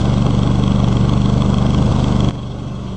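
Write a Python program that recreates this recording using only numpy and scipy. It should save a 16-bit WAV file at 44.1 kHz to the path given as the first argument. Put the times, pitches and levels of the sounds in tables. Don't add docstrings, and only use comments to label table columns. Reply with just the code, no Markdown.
import sys
import numpy as np
from scipy import signal
from scipy.fft import rfft, irfft, next_fast_len
from scipy.io import wavfile
from scipy.ndimage import uniform_filter1d, map_coordinates

SR = 44100
rng = np.random.default_rng(int(sys.argv[2]) if len(sys.argv) > 2 else 0)


def store_wav(level_fs):
    pcm = np.round(np.clip(np.atleast_2d(level_fs), -1, 1) * 32767)
    wavfile.write(sys.argv[1], SR, pcm.T.astype(np.int16))


def gain_from_decibels(decibels):
    exponent = np.asarray(decibels, float) / 20
    return 10 ** exponent


N = 130536
TIME = np.arange(N) / SR
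FIRST_LEADS = .359
KNOCK_LEADS_S = .0008
DROPOUT_S, DROPOUT_CYCLES = 1.897, .532


def unit(x):
    return x / np.sqrt(np.mean(x ** 2) + 1e-20)


def filtered(x, response):
    m = next_fast_len(N + SR // 2)
    return irfft(rfft(x, m) * response(np.fft.rfftfreq(m, 1 / SR)), m)[..., :N]


def ring(f, hz, width):
    return 1j * f * width / (hz * hz - f * f + 1j * f * width)


def wobble(rate):
    knots = rng.standard_normal(int(N * rate / SR) + 4)
    return map_coordinates(knots, [np.arange(N) * rate / SR])


def rush(points, patchy_db):
    z = signal.stft(rng.standard_normal(N), nperseg=512)[2]
    patches = uniform_filter1d(rng.standard_normal(z.shape), 6, 0)
    patches = uniform_filter1d(patches, 10, 1)
    noise = signal.istft(z * gain_from_decibels(patchy_db * unit(patches)), nperseg=512)[1][:N]
    f, db = np.transpose(points)
    colour = lambda hz: gain_from_decibels(np.interp(np.log(hz + 1), np.log(f + 1), db, -120, -120))
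    return unit(filtered(noise, colour))


# time in seconds, speed in engine cycles per second.
ENGINE_SPEED = [(0.0, 24.207), (0.33, 23.682), (0.5, 24.445), (0.75, 24.469), (0.95, 23.576),
                (1.15, 24.417), (1.35, 24.729), (1.6, 24.322), (1.87, 25.499), (2.05, 24.803), (2.3, 24.2),
                (2.96, 24.2)]


def crank():
    turned = np.cumsum(np.interp(TIME, *np.transpose(ENGINE_SPEED))) / SR
    return -.377 + turned + DROPOUT_CYCLES * (TIME > DROPOUT_S)


def moments(lead):
    s = np.interp(np.arange(80), crank() + lead, TIME, -1, -1)
    in_dropout = abs(s - DROPOUT_S) <= 2 / SR
    return s[(s > 0) & ~in_dropout]


def train(s, sizes):
    return np.bincount(np.clip((s * SR).astype(int), 0, N - 1), sizes, N)


def bursts(s, sizes, width_s):
    bell = np.exp(-.5 * (np.arange(-300, 301) / SR / width_s) ** 2)
    return np.convolve(train(s, sizes), bell, "same")


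# pitch in Hz, level in dB rms.
MOTOR_TONES = [(7693, -60.5), (7720, -63.5)]


def whine():
    out = 0
    for hz, db in MOTOR_TONES:
        level = np.sqrt(2) * gain_from_decibels(db + 1.5 * wobble(39))
        out = out + level * np.sin(2 * np.pi * hz * TIME + 0.52 * wobble(16))
    return out


# turns a cycle, level in dB rms, lead in cycles.
UNBALANCED_SHAFTS = [(1, -35.5, -.054), (2, -38, .19)]


def shafts():
    cycles, out = crank(), 0
    for turns, db, lead in UNBALANCED_SHAFTS:
        out = out + np.sqrt(2) * gain_from_decibels(db) * np.cos(2 * np.pi * turns * (cycles + lead))
    return out


# pitch in Hz, level in dB per Hz.
ROAR_COLOUR = [(30, -22), (110, -5.5), (210, 2.84), (330, -5.5), (600, -9), (1150, -16.5), (1550, -23),
               (1800, -40.5)]
# pitch in Hz, level in dB per Hz.
HISS_COLOUR = [(1060, -44), (1800, -23.5), (2920, -4), (3340, -3), (3870, -8.5), (7020, -15), (7980, -18.5),
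               (9800, -31), (12700, -64), (21600, -120)]
# time in seconds, added level in dB.
DIGGING_LOAD = [
    (0, 2.5),
    (.25, -0.4),
    (1, -0.64),
    (1.7, 0.05),
    (2.001, 2.2),
    (2.25, 0),
    (2.96, 3.8),
]


def roar():
    between, knock = moments(FIRST_LEADS / 2), moments(0) - KNOCK_LEADS_S
    swell_db = 4 * bursts(between, np.ones(len(between)), 0.0022)
    swell_db = swell_db + np.interp(TIME, *np.transpose(DIGGING_LOAD))
    low = gain_from_decibels(-22 + swell_db + 0.99 * wobble(30)) * rush(ROAR_COLOUR, patchy_db=0.24)
    crack_size = gain_from_decibels(2.5 * wobble(14)[(knock * SR).astype(int)])
    crack = 1 + bursts(knock, crack_size, 0.0013)
    high = gain_from_decibels(-41 + swell_db + 0.2 * wobble(5.5)) * rush(HISS_COLOUR, patchy_db=1.65)
    return low + crack * high


# pitch in Hz, width in Hz, knock level in dB, rattle level in dB.
HOUSING_MODES = [(1083, 190, -19.5, -41), (2112, 520, -36, -44), (2650, 320, -33, -53.5),
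                 (3302, 440, -23, -47.5), (4280, 280, -35, -51), (5870, 1100, -37.5, -50.5),
                 (7800, 390, -44, -54)]
HARD_KNOCKS = [.222, .264, .431, .473, .637, .677, .718, .8, .842, .968, 1.093, 1.134, 1.257, 1.42, 1.541,
               1.583, 1.664, 1.745, 2.042, 2.204, 2.245, 2.286, 2.37, 2.411, 2.494, 2.577, 2.659, 2.742,
               2.824, 2.866]


def housing():
    knock_s, tick_db = .0009, -13
    second, first = moments(0) - KNOCK_LEADS_S, moments(FIRST_LEADS)
    force_db = rng.standard_normal(80)
    is_hard = abs(second[:, None] - HARD_KNOCKS).min(1) < .01
    force_db[:len(second)] += 5.5 * is_hard
    out = 0
    for hz, width, knock_db, rattle_db in HOUSING_MODES:
        size = gain_from_decibels(knock_db + force_db + 2.2 * rng.uniform(-1, 1, (2, 80)))
        knocks = bursts(second, size[0, :len(second)], knock_s)
        ticks = gain_from_decibels(tick_db) * bursts(first, size[1, :len(first)], 2 * knock_s)
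        shake = np.sin(2 * np.pi * np.cumsum(hz * (1 + .025 * wobble(90))) / SR)
        noise = rng.standard_normal(N) * np.sqrt(SR / (np.pi * width))
        rattle = noise * gain_from_decibels(rattle_db + 1.2 * wobble(8.3))
        out = out + filtered(shake * (knocks + ticks) + rattle, lambda f: ring(f, hz, width) ** 2)
    return out


# pitch in Hz, width in Hz, level in dB.
PIPE_MODES = [(111.6, 40, -17.9), (202, 27, -15.6), (293, 16, -19)]


def exhaust():
    thump_db, first_db, scatter_db = .1, -1.1, .6
    blow_leads_s, jitter_s, blow_s = .0065, .00012, .00144
    speed = np.mean(ENGINE_SPEED, 0)[1]
    blows = 0
    for lead, db in ((0, thump_db), (FIRST_LEADS, thump_db + first_db)):
        s = moments(lead + blow_leads_s * speed)
        late, louder = rng.standard_normal((80, 2))[:len(s)].T
        blows = blows + train(s + jitter_s * late, SR / speed * gain_from_decibels(db + scatter_db * louder))

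    def pipe(f):
        modes = 0
        for k, (hz, width, db) in enumerate(PIPE_MODES):
            modes = modes + (-1) ** k * gain_from_decibels(db) * ring(f, hz, width)
        return modes / (1 + 2j * np.pi * f * blow_s) ** 2

    return filtered(blows, pipe)


def scene():
    return (exhaust() + shafts() + housing() + roar() + whine())[None]


EDIT_DB = -10.5


def smeared(x):
    block, first_seam, slip = 2048, 101827, 900
    hz, t, z = signal.stft(np.roll(x, slip), SR, nperseg=block, noverlap=block * 3 // 4)
    treble = (hz / (hz + 500))[:, None]
    steps = uniform_filter1d(rng.standard_normal(z.shape), size=2, axis=0)
    steps = steps * (t > first_seam / SR) * np.sqrt(treble)
    z = z * gain_from_decibels(3.2 * treble) * np.exp(1j * .8 * np.cumsum(steps, 1))
    y = signal.istft(z, SR, nperseg=block, noverlap=block * 3 // 4)[1][:N]
    k = np.arange(4)
    seams = train((first_seam + .5 + block * k) / SR, gain_from_decibels(-13 - 6.5 * k))
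    spike = np.exp(-abs(np.arange(-200, 201)) / SR / .0001)
    return -gain_from_decibels(EDIT_DB) * y + np.convolve(seams, spike, "same")


def low_pass(x):
    return signal.sosfilt(signal.butter(12, 9950, fs=SR, output="sos"), x)


def record(dry):
    offset, top, knee = -.044, .76, 6
    x = dry[0] + offset
    x = x / (1 + abs(x / top) ** knee) ** (1 / knee)
    before = 2.29737 - TIME
    edited = smeared(x - offset) - gain_from_decibels(EDIT_DB) * offset - .14 * (before > 0)
    x = x + np.exp(-np.clip(before, 0, 1) / .001) * (edited - x)
    return low_pass(filtered(x, lambda hz: hz < 9950)[None])


dry = scene()
out = record(dry)
store_wav(out)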